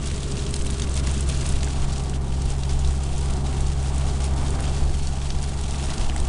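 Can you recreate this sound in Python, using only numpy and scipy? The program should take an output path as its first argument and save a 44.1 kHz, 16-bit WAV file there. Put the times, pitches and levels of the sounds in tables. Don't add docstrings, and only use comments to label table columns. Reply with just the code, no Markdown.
import sys
import numpy as np
from scipy import signal
from scipy.fft import rfft, irfft, next_fast_len
from scipy.io import wavfile
from scipy.ndimage import uniform_filter1d

SR = 44100
rng = np.random.default_rng(int(sys.argv[2]) if len(sys.argv) > 2 else 0)


def int16_out(signal):
    q = np.round(np.clip(np.atleast_2d(signal).T, -1, 1) * 32767)
    wavfile.write(sys.argv[1], SR, q.astype(np.int16))


def field_ratio(decibels):
    return 10 ** (np.asarray(decibels, dtype=float) / 20)


N = 276948
T_S = np.arange(N) / SR


def rms_one(x):
    return x / np.sqrt(np.mean(x ** 2) + 1e-20)


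def in_time(rows):
    t_s, *columns = np.transpose(rows)
    return [np.interp(T_S, t_s, column) for column in columns]


def drift(rate_hz):
    hop, settle = 40, 2000
    pole = np.exp(-2 * np.pi * rate_hz * hop / SR)
    noise = rng.standard_normal(N // hop + settle + 2)
    slow = signal.lfilter([1], [1, -2 * pole, pole ** 2], noise)[settle:]
    slow = rms_one(slow - slow.mean())
    return np.interp(np.arange(N) / hop, np.arange(len(slow)), slow)


def coloured(spectrum):
    f_hz, level_db = np.transpose(spectrum)
    size = next_fast_len(N, real=True)
    bins_hz = np.arange(1, size // 2 + 2) * SR / size
    gain_db = np.interp(np.log(bins_hz), np.log(f_hz), level_db, left=-90, right=-90)
    bins = rfft(rng.standard_normal(size)) * field_ratio(gain_db)
    return rms_one(irfft(bins, size)[:N])


def band(x, low_hz, high_hz):
    return signal.sosfilt(signal.butter(2, [low_hz, high_hz], "band", fs=SR, output="sos"), x)


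# t/s, level/dB
PASSING = [
    (4.6, -80),
    (4.74, -56),
    (5.0, -53.5),
    (5.07, -54),
    (5.12, -80),
]


def passing():
    centre_hz = 4420
    hiss_band = band(rng.standard_normal(N), 0.973 * centre_hz, 1.027 * centre_hz)
    return field_ratio(in_time(PASSING)[0]) * rms_one(hiss_band)


# t/s, firing rate f/Hz, firing tone level/dB
ENGINE = [(0.0, 68.75, -31.7), (0.3, 68.43, -32.0), (0.6, 67.73, -28.3), (0.9, 67.25, -24.7),
          (1.2, 67.06, -23.5), (1.8, 67.18, -24.6), (2.1, 67.35, -27.0), (2.4, 67.39, -25.4),
          (3.9, 67.83, -25.6), (4.2, 67.94, -24.7), (4.8, 68.21, -25.2), (5.1, 68.47, -28.3),
          (5.7, 68.66, -28.1), (6.0, 68.82, -26.9), (6.28, 69.1, -27.5)]
# t/s, level/dB re cruise
THROTTLE = [
    (0, -4),
    (.5, -2.8),
    (1.5, 0),
    (2.5, 0),
    (4.5, 0),
    (4.85, 0.5),
    (5.1, -3),
    (5.8, -2.5),
    (6.28, -5),
]
# multiple of firing rate, level/dB
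WEAK_ORDERS = [
    (2.5, -60),
    (3, -50),
    (4, -56.5),
    (5, -58),
]


def engine():
    second_db, sixth_db, sixth_follows = -31.5, -48, 1.64
    buzz_s, buzz_width_s, buzz_peak_db = 0.41, 0.53, 11
    firing_hz, load_db = in_time(ENGINE)
    throttle_db, = in_time(THROTTLE)
    angle = 2 * np.pi * np.cumsum(firing_hz) / SR
    buzz_db = buzz_peak_db * np.exp(-((T_S - buzz_s) / buzz_width_s) ** 2)
    out = field_ratio(load_db + 0.1 + 0.9 * drift(1.0)) * np.cos(angle)
    second = field_ratio(second_db + throttle_db + 0.43 * drift(3.1))
    out += second * np.cos(2 * angle - 0.8)
    sixth = field_ratio(sixth_db + sixth_follows * throttle_db + buzz_db + 0.5 * drift(4.4))
    out += sixth * np.cos(6 * angle)
    for order, level_db in WEAK_ORDERS:
        phase = rng.uniform(0, 2 * np.pi)
        out += field_ratio(level_db + 2.5 * drift(2.5)) * np.cos(order * angle + phase)
    return np.sqrt(2) * out


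# t/s of the peak, level/dB
BUMPS = [(.05, -38), (.61, -24), (1.07, -30), (1.36, -28), (1.53, -19.5), (1.82, -19.5), (2.1, -33),
         (2.31, -27), (2.48, -21.5), (2.75, -21), (2.85, -20), (3.14, -23.5), (3.31, -25), (3.63, -21),
         (3.92, -30), (4.06, -25), (4.29, -31), (4.41, -25), (4.55, -29), (4.68, -26), (4.84, -17),
         (4.91, -24.5), (5.03, -21), (5.32, -21), (5.66, -29), (5.9, -26.5), (6.03, -16.5), (6.21, -20.5)]


def jolts():
    ride_db, rise_s, fall_s = -30, 0.025, 0.056
    power = np.full(N, field_ratio(2 * ride_db))
    for t_s, level_db in BUMPS:
        age_s = T_S - t_s
        width_s = np.where(age_s < 0, rise_s, fall_s)
        power += field_ratio(2 * level_db) * np.exp(-(age_s / width_s) ** 2)
    return np.sqrt(power)


# f/Hz, density/dB
SHAKE = [(5, -4), (9, 3.5), (16, 6.5), (22, 3), (33, 0), (50, -9), (70, -5)]


def body_shake():
    shake = coloured(SHAKE)
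    shake = shake / np.sqrt(0.11 + uniform_filter1d(shake ** 2, size=3600))
    return jolts() * shake


# f/Hz, density/dB
BOOM = [(35, -17), (55, 6), (92, 6), (115, 0.5), (195, 0.5), (230, -1.5), (310, -7), (375, -5),
        (460, -12.5), (600, -15.5)]


def cabin_boom(wet_db):
    follows, sag_db_per_s = 0.72, 0.49
    level_db = -31 + follows * wet_db - sag_db_per_s * T_S
    return field_ratio(level_db + 0.48 * drift(12)) * coloured(BOOM)


# f/Hz, density/dB
ROAR = [(400, -9), (480, -5.5), (560, -7), (630, 5.5), (780, -2.5), (1000, -1.5), (1070, -4.5), (1130, 1),
        (1280, -6), (1400, -5), (1700, -11), (2400, -12.5)]


def tyre_roar(wet_db):
    return field_ratio(-43.5 + wet_db + 0.92 * drift(8.7)) * coloured(ROAR)


# f/Hz, density/dB
TREAD = [(640, -18), (740, -3.5), (810, -5.5), (880, -11.5), (940, -8), (1040, -24)]


def tread_whine(wet_db):
    smooth_end_s, blend_s, smooth_cut_db, follows = 1.75, 0.6, 11.4, 0.58
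    smooth = np.clip((smooth_end_s - T_S) / blend_s, 0, 1)
    return field_ratio(-45 + follows * wet_db - smooth_cut_db * smooth) * coloured(TREAD)


# t/s, level/dB re mean
DRIVE = [(0, -2.5), (.37, 0), (.6, -1), (1.28, 1.5), (1.75, 0.2), (2.03, -0.5), (2.27, -2), (2.55, -1.5),
         (2.97, -1.5), (3.38, 1.5), (3.8, 0), (4.23, 2.5), (4.6, 4.5), (5.0, -2.5), (5.33, -1.6),
         (5.68, -0.8), (5.98, 3), (6.28, .8)]


def road():
    wet_db, = in_time(DRIVE)
    return body_shake() + cabin_boom(wet_db) + tyre_roar(wet_db) + tread_whine(wet_db)


# t/s, level/dB
SHEETS = [(.44, -1), (.635, -7), (.89, -5), (.975, 5), (1.02, -2), (1.08, 4), (1.25, -3.5), (1.3, 3),
          (1.63, 2), (2.2, -6.5), (2.5, 3), (2.58, -3.5), (2.8, -0.5), (2.98, -3), (3.04, 1), (3.19, 1),
          (3.43, -5), (3.96, 0.5), (4.25, 2.5), (4.35, -3.5), (4.65, 5), (4.87, -2), (5.1, -2), (5.18, -3),
          (5.3, 1.5), (5.38, -1.5), (5.55, -4.5), (5.93, 1.5), (6.12, -2.5), (6.2, 3)]


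def sheets():
    half_length_s = 0.021
    return sum(level_db * np.exp(-((T_S - t_s) / half_length_s) ** 2) for t_s, level_db in SHEETS)


# t/s, level/dB
RAINFALL = [(0.0, -39.5), (0.45, -40.5), (1.03, -39.5), (1.17, -39), (1.5, -37.5), (1.71, -41), (1.92, -41),
            (2.12, -44), (2.36, -45), (2.5, -43), (4.18, -41), (4.27, -41), (4.88, -41), (5.28, -42.5),
            (5.61, -42), (5.84, -37.5), (6.28, -43.5)]


def rainfall():
    squall_db, squalls_hz = 0.33, 9.6
    return in_time(RAINFALL)[0] + 1.37 + squall_db * drift(squalls_hz) + sheets()


# f/Hz, density/dB
RAIN = [(700, -20), (1300, -3), (2150, -5.5), (2780, 2.5), (2920, -1), (3150, 2.5), (4200, -1), (5300, -3),
        (7000, -1.5), (8300, 0), (9500, -4.5), (11500, -12.5)]


def hiss(rain_db):
    return field_ratio(rain_db - 4.5 + 1.5 * drift(34)) * coloured(RAIN)


def bursts(clicks, t60_s, rise_s):
    decay = field_ratio(-120 / (t60_s * SR))
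    power = signal.lfilter([1], [1, -decay], clicks ** 2 + 1e-18)
    return np.sqrt(signal.lfilter([1], [1, -np.exp(-1 / (rise_s * SR))], power))


def patter(rain_db):
    drops_per_s, spread_db, clump_db, share_db = 500, 6.5, 3.0, 2.4
    rate = drops_per_s * field_ratio(clump_db * drift(23))
    lands = rng.random(N) < rate / SR
    sizes = lands * field_ratio(spread_db * np.minimum(rng.exponential(1, N), 2.2))
    f_hz, level_db = np.transpose(RAIN)
    edges_hz = np.geomspace(1100, 11500, 7)
    out = np.zeros(N)
    for low_hz, high_hz in zip(edges_hz, edges_hz[1:]):
        clicks = sizes * field_ratio(share_db * rng.standard_normal(N))
        gate = rms_one(bursts(clicks, t60_s=0.036, rise_s=0.00034))
        gain_db = np.interp(np.log(low_hz * high_hz) / 2, np.log(f_hz), level_db)
        out += field_ratio(gain_db) * gate * band(rng.standard_normal(N), low_hz, high_hz)
    return field_ratio(rain_db - 3.0) * rms_one(out)


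def strays(low_hz, high_hz, count):
    level_db, spread_db = -25, 0.5
    when, size, pitch = rng.random((count, 3)).T
    return np.c_[when * N / SR, level_db + spread_db * (2 * size - 1), low_hz * (high_hz / low_hz) ** pitch]


def splats(drops, swell_s, spray_db, tail_db, tail_s):
    length = 1600
    out, age_s = np.zeros(N + length), np.arange(length) / SR
    shape = age_s / swell_s * np.exp(1 - age_s / swell_s)
    tail = field_ratio(tail_db - 60 * age_s / tail_s) * (1 - np.exp(-age_s / swell_s))
    for t_s, peak_db, ring_hz in drops:
        radius = np.exp(-np.pi * 1.1 * ring_hz / SR)
        turn = 2 * np.pi * min(1.02 * ring_hz, 9800) / SR
        poles = [1, -2 * radius * np.cos(turn), radius ** 2]
        zeros = [0.4, 0.031, -1.82, 0.54, 0.71]
        spray = rms_one(signal.lfilter(zeros, np.convolve(poles, poles), rng.standard_normal(length)))
        ring = shape * np.sin(2 * np.pi * ring_hz * age_s)
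        wave = ring + (field_ratio(spray_db) * shape + tail) * spray
        out[int(t_s * SR):][:length] += field_ratio(peak_db - 4.0) * wave / np.abs(wave).max()
    return out[:N]


# t/s, peak level/dB, ring f/Hz
THUDS = [(.1131, -20.5, 2360), (.3885, -28, 2880), (.7532, -38, 2830), (1.072, -20.5, 2010),
         (1.332, -30, 1690), (1.6302, -26, 1500), (1.6737, -24, 1580), (2.1323, -28, 1460),
         (2.3224, -27, 2820), (4.0875, -21, 1150), (4.242, -25, 2780), (4.591, -25, 1600),
         (5.2899, -28.5, 1610), (5.438, -33, 1500), (5.7437, -27, 2500), (5.8947, -24, 1710),
         (5.9207, -26, 1600), (6.0963, -17, 3040), (6.12, -25, 1700), (6.162, -21, 1790)]
# t/s, peak level/dB, ring f/Hz
SPLATS = [(0.232, -21, 3520), (.3198, -20.5, 4800), (0.368, -22, 4200), (.393, -21, 3860),
          (.4653, -22, 3030), (0.5396, -14.5, 3900), (.5641, -20, 4130), (0.612, -24, 3130),
          (0.664, -22, 3120), (0.701, -20.5, 3390), (.7966, -21, 3340), (.82, -14, 3730),
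          (.9652, -23, 3470), (1.0939, -25, 3750), (1.6305, -19.5, 3020), (1.933, -25, 4460),
          (2.0572, -26, 3210), (2.6337, -19, 4030), (2.7906, -26, 5000), (3.214, -25, 4750),
          (3.5992, -32, 3150), (4.2358, -27, 5240), (4.463, -22, 3810), (5.0708, -18.5, 4410),
          (5.3033, -17, 3540), (5.386, -23, 4460), (5.439, -20.5, 4480), (5.7072, -23, 4870),
          (5.9802, -17.5, 4800), (6.201, -25, 3810)]


def lower_drops():
    drops = [*THUDS, *SPLATS, *strays(2700, 5300, count=18)]
    return splats(drops, swell_s=0.0008, spray_db=-2.0, tail_db=-9.0, tail_s=0.055)


# t/s, peak level/dB, ring f/Hz
GLASS_DROPS = [(.058, -23, 8100), (.0727, -18.5, 9100), (.3142, -20, 8400), (.5078, -19, 8100), (.54, -13, 9150),
               (.5585, -17, 8350), (.5626, -15, 8670), (.5916, -23, 6200), (.621, -19, 7710), (.6469, -21, 8400),
               (.6663, -18, 8000), (.7018, -19.5, 9000), (.7063, -17, 9200), (.7981, -18, 8300),
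               (.8196, -15.5, 6400), (.8934, -20, 9050), (.94, -17, 8590), (.9544, -18.5, 7460),
               (.9662, -14.5, 9250), (1.0695, -17, 5700), (1.1129, -18.5, 8720), (1.1778, -19, 6650),
               (1.2067, -14, 8100), (1.289, -14, 9400), (1.3738, -20, 6800), (1.4093, -19, 8000),
               (1.463, -13.5, 9320), (1.489, -14, 8400), (1.5224, -17.5, 7600), (1.644, -17.5, 6900),
               (1.63, -18, 6700), (1.6837, -23, 8100), (1.8186, -21, 7060), (1.928, -22, 6000),
         (1.9804, -22, 6700), (2.0952, -22, 7610), (2.419, -21, 6300), (2.5028, -20.5, 8120),
         (2.9065, -23, 7100), (3.034, -19, 7870), (3.179, -21, 7200), (3.2096, -20, 7930),
         (3.3043, -21, 7060), (3.6058, -18.5, 7600), (3.6686, -23, 7100), (3.8273, -22, 7950),
         (3.9454, -23.5, 7600), (3.9802, -18.5, 8960), (4.2408, -16, 8700), (4.5042, -20, 7350),
         (4.604, -18, 9600), (4.6269, -22, 8800), (4.9177, -28, 8000), (5.07, -23.5, 5900),
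         (5.4273, -19, 8500), (5.612, -18.5, 7930), (5.708, -18, 7700), (5.8566, -21, 8000),
         (6.1619, -17, 7700), (6.2, -15.5, 8100),
               (.0837, -24, 3400), (.1141, -23, 6000), (0.16, -23, 6440), (0.23, -22, 7470), (0.4646, -23, 5600),
        (.5082, -36, 3440), (.6474, -27, 3490), (.657, -20, 9080), (.7407, -24, 6100), (.9173, -24, 6860),
        (.9428, -27, 3880), (1.0335, -28, 8350), (1.1438, -21, 7850), (1.2695, -22, 8400),
        (1.2915, -31, 3930), (1.4416, -26, 8330), (1.492, -29, 3150), (2.037, -25, 7290),
        (2.455, -22, 9300), (2.634, -30, 7400), (2.7916, -22, 6900), (2.8742, -21, 6200),
        (2.929, -28, 7860), (3.336, -21, 7960), (3.7273, -28, 8450), (4.362, -25, 8700), (4.667, -24, 3280),
        (5.2162, -23, 3360), (5.256, -28, 4400), (5.4301, -27, 3160)]


def drops_on_glass():
    drops = [*GLASS_DROPS, *strays(5800, 9200, count=20)]
    return splats(drops, swell_s=0.0008, spray_db=-0.7, tail_db=-7.5, tail_s=0.05)


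def scene():
    rain_db = rainfall()
    rain = hiss(rain_db) + patter(rain_db) + lower_drops() + drops_on_glass()
    return (passing() + engine() + road() + rain)[None]


def top_cut(x):
    return signal.sosfilt(signal.butter(12, 11060, fs=SR, output="sos"), x)


def record(dry):
    cutoff_hz = 10205
    mix = signal.sosfilt(signal.butter(24, cutoff_hz, fs=SR, output="sos"), dry)
    return top_cut(mix)


dry = scene()
out = record(dry)
int16_out(out)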